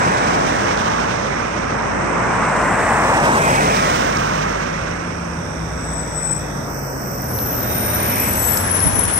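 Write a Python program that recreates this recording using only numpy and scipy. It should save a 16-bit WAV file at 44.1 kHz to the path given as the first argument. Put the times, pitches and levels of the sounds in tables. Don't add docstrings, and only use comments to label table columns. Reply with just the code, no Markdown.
import sys
import numpy as np
from scipy import signal
from scipy.fft import rfft, irfft
from scipy.io import wavfile
from scipy.ndimage import uniform_filter1d

SR = 44100
rng = np.random.default_rng(int(sys.argv[2]) if len(sys.argv) > 2 else 0)


def wav_record(signal):
    frames = np.transpose(np.atleast_2d(signal))
    bounded = np.clip(frames, -1, 1)
    quanta = np.round(bounded * 32767).astype(np.int16)
    wavfile.write(sys.argv[1], SR, quanta)


N = 405279
TIME = np.arange(N) / SR
FRAME_S = np.arange(N // 512 + 5) * 512 / SR
BIN_HZ = np.fft.rfftfreq(2048, 1 / SR)
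FINE_HZ = np.fft.rfftfreq(N, 1 / SR)


def amp(db):
    return 10 ** (np.asarray(db) / 20)


def evened(x):
    return x / np.sqrt(np.mean(abs(x) ** 2) + 1e-20)


def read(points, hz, axis=1):
    table = np.transpose(points)
    return np.interp(np.log(hz + 1), np.log(table[0] + 1), table[axis])


def follow(rows, t):
    s, *columns = np.transpose(rows)
    return [np.interp(t, s, c) for c in columns]


def shape(points):
    return evened(amp(read(points, BIN_HZ)))


def held(t, start, end, rise_s, fall_s):
    return np.exp(-np.maximum(start - t, 0) / rise_s - np.maximum(t - end, 0) / fall_s)


def flutter(width_hz):
    rate = 3000
    hz = np.fft.fftfreq(32768, 1 / rate)
    noise = rng.standard_normal(len(hz)) + 1j * rng.standard_normal(len(hz))
    slow = np.fft.ifft(noise / (1 + (2 * hz / width_hz) ** 2) ** 1.25)
    return evened(np.interp(TIME, np.arange(len(hz)) / rate, slow))


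# pitch in Hz, stretch of the lag between the ports as a factor.
DETOUR = [(400, 1.17), (800, 1.05), (1300, 1), (1700, 1.005), (3000, 1.02)]


def port_noise(size, likeness, lag_ms=0):
    a, b, c, d = rng.standard_normal((4, len(FRAME_S), len(BIN_HZ)))
    likeness = np.clip(likeness, -1, 1)
    right = a + 1j * b
    lag_ms = lag_ms * read(DETOUR, BIN_HZ)
    delayed = right * np.exp(-2j * np.pi * BIN_HZ * lag_ms / 1000)
    left = likeness * delayed + np.sqrt(1 - likeness ** 2) * (c + 1j * d)
    field = (np.array([left, right]) * size).swapaxes(1, 2)
    return signal.istft(field, nperseg=2048, noverlap=1536)[1][:, :N] / np.sqrt(2048 / 3)


# degrees to the right of where the camera points,
# lag of the left port in ms before the bass stretch, shade on the left port 0-1 (negative: on the right).
BEARINGS = [(-72, -0.58, -0.36), (-5, -0.0067, 1), (5.5, -0.024, -0.24), (20.5, 0.2, 0.085),
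            (31, 0.31, -0.092), (48, 0.48, 0.37), (70.5, 0.59, 0.57), (112, 0.68, 0.91), (159, 0.65, 1)]


def at_ports(bearing):
    return follow(BEARINGS, np.degrees(bearing))


# pitch in Hz, dB in favour of the right port in full shade.
SHADOW = [(150, 0), (400, 10), (1000, 5.5), (2000, 5), (3300, 19), (5000, 37), (7000, 19), (9000, 16),
          (14000, 42)]


def shaded(shade, notch_hz=2080, notch_sag_hz=290, notch_width_hz=200, notch_db=-6):
    shadow = amp(read(SHADOW, BIN_HZ) * shade)
    away = (BIN_HZ - notch_hz + notch_sag_hz * shade) / notch_width_hz
    notch = amp(notch_db * np.clip(0.63 + shade, 0, 1) / (1 + away ** 2))
    return np.array([np.ones_like(shadow), shadow * notch]) * np.sqrt(2 / (1 + shadow ** 2))


# time in seconds, degrees from the oncoming traffic.
HEADING = [(0, 18), (2.7, 28), (5.5, 33), (7.25, 25.6), (7.5, 64), (8, 88), (8.5, 137), (9.19, 156.5)]


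def route(abreast_s, clear_s, screened_s, fade_s, distance_m, speed):
    t = FRAME_S[:, None]
    angle = np.arctan2(abs(distance_m), speed * (abreast_s - t))
    heading, = follow(HEADING, t)
    clear = held(t, clear_s, screened_s, fade_s, fade_s)
    return -np.log10(np.sin(angle)), angle, angle - np.radians(heading), clear


SPRAY_DB_PER_DECADE, SPRAY_FRONT_DB = 40, 4
SPRAY_SCREENING = 0.94


def spray_level(row):
    decades, angle, bearing, clear = route(*row[:6])
    facing_db = SPRAY_FRONT_DB * np.cos(bearing)
    screening_db = SPRAY_SCREENING * 20 * np.log10(clear)
    return row[7] - SPRAY_DB_PER_DECADE * decades + facing_db + screening_db


# abreast at seconds, in the clear from seconds, screened from seconds, fade behind others in seconds,
# distance in m, speed in m/s (negative: down the road), then base levels at the nearest point in dB
PASSES = [ (0.702, 0, 4.6, 1, 10.8, 9.5, -20, -27.5, -27, -60, 0.67),
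          (1.4, 2, 6, .7, 21.7, -20.5, -27.5, -71, -29.5, -83, 0.16),
          (3.931, 2.5, 4.86, 1, 10.9, 13, -20.5, -25, -28.5, -57, 1),
          (7.4, 8.05, 8.21, 0.29, 8, 17.5, -22.5, -24.5, -45, -62, 1),
          (8.001, 5.5, 9.2, .6, 4.5, 3, -36, -67, -31.5, -38.5, 0.41),
          (9.5, 8.5, 9.2, 0.43, 5.5, 2, -30, -25.5, -47, -62, 0.52)]
# full from seconds, full until seconds, level in dB.
SURGES = [(5.059, 5.7, -34), (7.493, 9.09, -30)]
# pitch in Hz, relative level in dB per Hz.
CITY = [(20, -24), (36, -27), (50, -39), (70, 0.5), (120, 1), (200, 2), (350, -4.5), (600, -2.5),
        (1000, -19), (1500, -8.5), (2500, -37), (4000, -66), (16000, -69)]
WET_HISS = [(1500, -44), (3300, -55), (4300, -12.5), (5700, 8.5), (6800, -7), (8300, 2), (9300, -0.5),
            (10500, -52), (16000, -21)]
DIESEL = [(30, -21), (50, 1), (70, 9.5), (95, 13.5), (130, -3.5), (180, -21), (240, 6), (400, -41),
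          (1200, -36), (4000, -81)]
PAD_HISS = [(3000, -50), (8000, -31), (11000, 4.5), (13000, 22), (14000, 6), (15500, -30)]
CITY_DB, WET_HISS_DB = -34, -45
SURGE_EDGE_S = 0.44
PADS_ON_S, PADS_OFF_S, PADS_DB, PADS_EDGE_S = 6.83, 7.8, -32.5, 0.85


def street(alike_hz=430, engine_front_db=5.5, shade=0.16):
    motors, hiss = amp(CITY_DB) ** 2, amp(WET_HISS_DB) ** 2
    for *path, roar_db, spray_db, engine_db, hiss_db, direct in PASSES:
        decades, angle, bearing, clear = route(*path)
        near = clear / 10 ** decades
        motors = motors + (near * amp(engine_db + engine_front_db * np.cos(bearing))) ** 2
        hiss = hiss + (near * amp(hiss_db)) ** 2
    t = FRAME_S[:, None]
    diesel = sum(amp(db) * held(t, start, end, SURGE_EDGE_S, SURGE_EDGE_S) for start, end, db in SURGES) ** 2
    pads = (amp(PADS_DB) * held(t, PADS_ON_S, PADS_OFF_S, PADS_EDGE_S, PADS_EDGE_S)) ** 2
    layers = zip((motors, hiss, diesel, pads), (CITY, WET_HISS, DIESEL, PAD_HISS))
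    power = sum(level * shape(colour) ** 2 for level, colour in layers)
    return port_noise(np.sqrt(power) * shaded(shade)[:, None], 1 / (1 + (BIN_HZ / alike_hz) ** 2.0))


def unevenness(size=(12, 14)):
    noise = rng.standard_normal((len(FRAME_S), len(BIN_HZ)))
    over_time = uniform_filter1d(noise, size[0], 0)
    return evened(uniform_filter1d(over_time, size[1], 1))


# pitch in Hz, relative level in dB per Hz.
TYRES = [(40, -37), (120, -5.5), (230, -1.5), (370, -3.5), (600, 0.5), (950, 3.5), (1400, -3), (2000, -4.5),
         (2600, -17.5), (3300, -35), (4300, -54), (6000, -31), (8200, -26), (10500, -60), (16000, -58)]
SPRAY = [(200, -17), (800, 2), (1400, 2), (2300, -0.5), (3200, -5), (4300, -7), (5800, -6.5), (8200, -8),
         (10500, 1.5), (16000, -12.5)]
# pitch in Hz, gain ahead in dB, gain behind in dB.
BEAM = [(150, -0.5, 4), (550, 4.5, 2.5), (840, 3.5, -2), (1250, 8, 4.5), (1960, 6.5, 6), (3000, 9, 10),
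        (4400, 0, 3), (8000, 11, 4)]
ROAR_DB_PER_DECADE, ROAR_FRONT_DB = 26.5, 5.5
SLUSH_SPEED, SLUSH_DULL_DB = 13, 18


def vehicle(row, direct_hz=3800, spatter_db=2.0, near_db=-24, uneven_db=1.2):
    decades, angle, bearing, clear = route(*row[:6])
    beam = np.where(angle < np.pi / 2, read(BEAM, BIN_HZ, axis=1), read(BEAM, BIN_HZ, axis=2))
    beam_db = beam * np.cos(angle) ** 2
    roar_db = row[6] - ROAR_DB_PER_DECADE * decades + ROAR_FRONT_DB * np.cos(bearing)
    roar_db = roar_db + beam_db + uneven_db * unevenness()
    spray_db, direct = spray_level(row), row[10]
    lag_ms, shade = at_ports(bearing)
    spatter = spatter_db * rng.standard_normal((len(FRAME_S), 1))
    slush_db = SLUSH_DULL_DB * max(1 - abs(row[5]) / SLUSH_SPEED, 0)
    dull_db = (slush_db + np.maximum(near_db - spray_db, 0)) * np.minimum(BIN_HZ / 11000, 1) ** 4
    roar = clear * amp(roar_db) * shape(TYRES)
    spray = amp(spray_db + spatter - dull_db) * shape(SPRAY)
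    likeness = direct / (1 + (BIN_HZ / direct_hz) ** 6)
    return port_noise(np.hypot(roar, spray) * shaded(shade), likeness, lag_ms)


# full from seconds, full until seconds,
# centre in Hz, width in Hz, level in dB, lag of the left port in ms before the bass stretch.
SWISHES = [(.1, .3, 1500, 1500, -32, .42), (.8, 1.02, 1500, 520, -33, .58),
           (2.55, 3.05, 1150, 1100, -28.5, .03), (3.1, 3.55, 540, 320, -28.5, .22),
           (3.47, 3.78, 2300, 700, -29.5, .43), (3.7, 3.92, 550, 240, -28.5, .36),
           (4.33, 4.52, 1180, 400, -30, .64), (6.22, 6.48, 2450, 500, -48, .1),
           (7.4, 7.7, 1250, 600, -38, .6), (8.12, 8.27, 2250, 700, -32.5, .44),
           (8.3, 8.46, 900, 800, -35, .15), (8.48, 8.8, 1700, 240, -35, .05),
           (8.92, 9.03, 900, 700, -33, -.2)]
SWISH_RISE_S, SWISH_FALL_S = .09, .05


def swishes(likeness=1.0, shade=0.14):
    power, lag = 1e-20, 0
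    for start, end, hz, width_hz, db, lag_ms in SWISHES:
        band = evened(1 / (1 + (2 * (BIN_HZ - hz) / width_hz) ** 4))
        envelope = held(FRAME_S[:, None], start, end, SWISH_RISE_S, SWISH_FALL_S)
        swell = (amp(db) * envelope * band) ** 2
        power, lag = power + swell, lag + swell * lag_ms
    return port_noise(np.sqrt(power) * shaded(shade)[:, None], likeness, lag / power)


def snap(hz, ring_s):
    t = np.arange(600) / SR
    ring = np.cos(2 * np.pi * hz * t) * t / ring_s * np.exp(1 - t / ring_s)
    return ring + 0.014 * rng.standard_normal(len(t)) * np.exp(-t / 0.0039)


# start in
# seconds, level in dB before the port gains, pitch in Hz, ring in seconds.
SNAPS = [(0.775, -15, 3900, .00015), (3.562, -13, 4000, .00011), (3.768, -8, 4500, .00011),
         (3.827, -13, 5500, .00015), (3.855, -16, 5500, .00015), (3.981, -15, 5500, .00015),
         (4.126, -15, 5900, .00015), (4.171, -11, 5400, .00016), (7.389, -19, 4300, .00018),
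         (8.573, -12.5, 5150, .00032), (8.5765, -11, 6500, .00022), (8.804, -16, 5200, .00028),
         (8.993, -20, 6000, .0002)]


def grit(ring_s=0.00013, left_db=-3, crackle_db=-20, per_s=260):
    clicks = np.zeros(N + SR)
    for s, db, hz, stone_ring_s in SNAPS:
        sound = amp(db) * snap(hz, stone_ring_s)
        clicks[round(s * SR):][:len(sound)] += sound
    spray = np.interp(TIME, FRAME_S, sum(amp(spray_level(row)) for row in PASSES)[:, 0])
    grain_sizes = amp(4.2 * np.minimum(rng.exponential(1, N), 4))
    grains = grain_sizes * (rng.random(N) < per_s / SR)
    crackle = evened(signal.oaconvolve(grains, snap(5800, ring_s))[:N])
    return (clicks[:N] + amp(crackle_db) * spray * crackle) * amp([[left_db], [0]])


# pitch in Hz, left gain in dB, right gain in dB.
PORTS = [(300, 0.5, 0), (980, 1.5, -1.55), (1860, -3, 3), (2680, -3, 4), (3770, -5, 3.5), (4680, -2, -1),
         (4820, -10, 3), (6100, -15, 6.5), (6620, -1, 1.5), (8160, 8.5, -13.5), (8910, 2.5, -28),
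         (9940, -15, -35.5), (14500, -8.5, -10.5)]


def through_ports(x):
    colour = amp([read(PORTS, FINE_HZ, axis=1), read(PORTS, FINE_HZ, axis=2)])
    return irfft(rfft(x) * colour, N)


# middle in seconds, level in dB before filter and port gain, spread in seconds.
BUFFETS = [(8.872, -12, 0.017), (8.94, -18, .012), (8.985, -14.5, 0.0083), (9.048, -20, .007),
           (9.082, -21, 0.012)]


def slipstream(centre_hz=130, left_db=-7):
    size = sum(amp(db) * np.exp(-((TIME - s) / length) ** 2 / 2) for s, db, length in BUFFETS)
    carrier = np.exp(2j * np.pi * centre_hz * TIME)
    eddies = np.array([(flutter(264) * carrier).real for port in range(2)])
    bass_cut = signal.butter(4, 55, "high", fs=SR, output="sos")
    thumps = signal.sosfilt(bass_cut, size * evened(eddies))
    return thumps * amp([[left_db], [0]])


NOTE_EDGE_S = 0.13


def engine_note(start, end, hz, db, rough, width_hz, octave_db):
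    turn = 2 * np.pi * np.cumsum(hz) / SR
    note = (np.exp(1j * turn) + amp(octave_db) * np.exp(2j * turn)) * (1 + rough * flutter(width_hz))
    return amp(db) * evened(note.real) * held(TIME, start, end, NOTE_EDGE_S, NOTE_EDGE_S)


# time in seconds, pitch in Hz, level in dB.
DRIVE = [(3.45, 144.5, -30), (3.8, 151, -31), (4.05, 151, -41), (4.35, 153.5, -32), (4.8, 163, -35.5),
         (5.02, 173.4, -31.5), (5.35, 169, -31), (5.47, 166, -37), (5.6, 164, -30), (5.95, 160, -31),
         (6.1, 157.3, -35), (6.35, 151.5, -30), (6.55, 145, -35), (6.8, 139, -32.5), (7.1, 132, -31.5),
         (7.45, 123, -28), (8, 108, -35), (8.6, 97, -34), (9.19, 84, -35)]
# full from seconds, full until seconds,
# first pitch in Hz, sag in Hz per second, first level in dB, swell in dB per second.
DRONES = [(0, 4.9, 57, 1.2, -38, .9), (5.62, 7.6, 62, 7.7, -30.5, -7.5), (8, 9.19, 54, 8.3, -41, -4)]
DRIVE_ROUGH, DRIVE_WAVER_HZ = .29, 1.6


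def engines():
    drive_hz, drive_db = follow(DRIVE, TIME)
    drive_hz = drive_hz + DRIVE_WAVER_HZ * flutter(10.03).real
    out = engine_note(DRIVE[0][0], DRIVE[-1][0], drive_hz, drive_db,
                      rough=DRIVE_ROUGH, width_hz=14, octave_db=-14)
    for start, end, hz, sag, db, swell in DRONES:
        age = np.clip(TIME, start, end) - start
        out = out + engine_note(start, end, hz - sag * age, db + swell * age,
                                rough=.15, width_hz=8, octave_db=-11)
    return out


# full from seconds, full until seconds, first pitch in Hz,
# rise in Hz per second, level in dB before roughness and port gain.
CHIRPS = [(7.34, 7.52, 6120, -300, -41), (7.7, 7.725, 6080, 2000, -38), (7.83, 7.86, 5500, 0, -38),
          (7.87, 7.91, 5720, 1500, -39), (7.93, 7.98, 6020, -1000, -36), (8.09, 8.16, 5540, 0, -40),
          (8.18, 8.22, 5680, 2500, -37), (8.2, 8.33, 6240, 0, -40), (8.37, 8.48, 6210, 600, -36),
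          (8.52, 8.55, 5600, -2000, -38), (8.745, 8.775, 6020, 2500, -32.5), (8.83, 8.88, 5700, 2000, -39),
          (8.945, 8.99, 6060, 1200, -33), (9, 9.05, 6240, 0, -36.5)]
CHIRP_EDGE_S, CHIRP_LEFT_DB = .012, -1


def chirps():
    out = np.zeros((2, N))
    waver_hz = 45 * flutter(60).real
    grain = np.array([1j ** port + .7 * flutter(150) for port in range(2)])
    for start, end, hz, rise, db in CHIRPS:
        near = abs(TIME - start) < .5
        t = TIME[near]
        pitch_hz = hz + rise * (np.clip(t, start, end) - start) + waver_hz[near]
        tone = grain[:, near] * np.exp(2j * np.pi * np.cumsum(pitch_hz) / SR)
        out[:, near] += amp(db) * held(t, start, end, CHIRP_EDGE_S, CHIRP_EDGE_S) * tone.real
    return out * amp([[CHIRP_LEFT_DB], [0]])


# voice, full from seconds, full until seconds,
# level in dB before the mode's trim, left minus right in dB.
SQUEALS = [ ("first", 5.89, 6.02, -30.5, 24), ("first", 6.17, 6.26, -28, 19),
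           ("first", 6.3, 6.335, -21.5, 17), ("top", 6.73, 8.1, -44.5, 0), ("top", 7.08, 7.72, -39.5, -2),
           ("top", 8.48, 8.59, -38, 12), ("high", 7.39, 8.15, -27.5, 3), ("high", 8.19, 8.42, -25, 7),
           ("high", 8.48, 8.54, -21, 17), ("middle", 7.31, 7.39, -44, 4), ("middle", 7.77, 8.58, -31.5, 17),
           ("middle", 8.76, 8.84, -34, 8), ("middle", 9.11, 9.19, -27, 18), ("low", 8.28, 8.32, -33, 20),
           ("low", 8.43, 8.58, -26.5, 18), ("last", 8.55, 8.65, -34, 2), ("last", 8.715, 8.75, -19.5, 16),
           ("last", 8.82, 8.87, -21, 13), ("last", 8.98, 9.03, -20, 13), ("last", 9.14, 9.19, -21, 14),
           ("whine", 7.68, 7.95, -46.5, -3), ("whine", 8.02, 8.08, -48.5, -4), ("rub", 5.4, 6.65, -52, -16)]
# voice, pitch in Hz, width of its chatter in Hz,
# wander in Hz, share of pure tone 0-1, trim in dB.
BRAKE_MODES = [("first", 7622, 250, 30, .25, -1), ("top", 13064, 230, 25, .15, 0),
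               ("high", 11798, 190, 10, .4, 0), ("middle", 9375, 200, 16, .2, 0),
               ("low", 7728, 150, 10, .3, 0), ("last", 10530, 180, 30, .6, 0),
               ("last", 10766, 170, 20, .1, -13), ("whine", 3712, 150, 7, .62, 0),
               ("rub", 3400, 800, 30, 0, 0)]
SQUEAL_RISE_S, SQUEAL_FALL_S = 0.062, 0.046
GLIDE, GLIDE_MID_S, GLIDE_S = .048, 7.68, .85


def brakes(skirt_db=-21, skirt_width_hz=600):
    doppler = 1 + GLIDE * (1 - np.tanh((TIME - GLIDE_MID_S) / GLIDE_S)) / 2
    out = np.zeros((2, N))
    rasp = amp(skirt_db) * flutter(skirt_width_hz)
    for voice, hz, width_hz, wander_hz, pure, trim_db in BRAKE_MODES:
        sizes = np.zeros((2, N))
        for name, start, end, db, pan_db in SQUEALS:
            if name == voice:
                sides = 2 * evened(amp([[pan_db], [0]]))
                envelope = held(TIME, start, end, SQUEAL_RISE_S, SQUEAL_FALL_S)
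                sizes = np.hypot(sizes, sides * amp(db + trim_db) * envelope)
        pitch_hz = hz * doppler + wander_hz * flutter(26.0).real
        tone = np.exp(2j * np.pi * np.cumsum(pitch_hz) / SR)
        for port, size in enumerate(sizes):
            chatter = np.sqrt(1 - pure) * flutter(width_hz)
            out[port] += size * (tone * (1j ** port * np.sqrt(pure) + chatter + rasp)).real
    return out


def scene():
    tyres = sum(vehicle(row) for row in PASSES)
    road = through_ports(street() + tyres + swishes() + grit())
    return road + slipstream() + engines() + chirps() + brakes()


EDGE_HZ = 15900


def record(dry):
    low_pass = signal.firwin(511, EDGE_HZ, window=("kaiser", 9), fs=SR)
    return signal.oaconvolve(dry, low_pass[None], "same")


dry = scene()
out = record(dry)
wav_record(out)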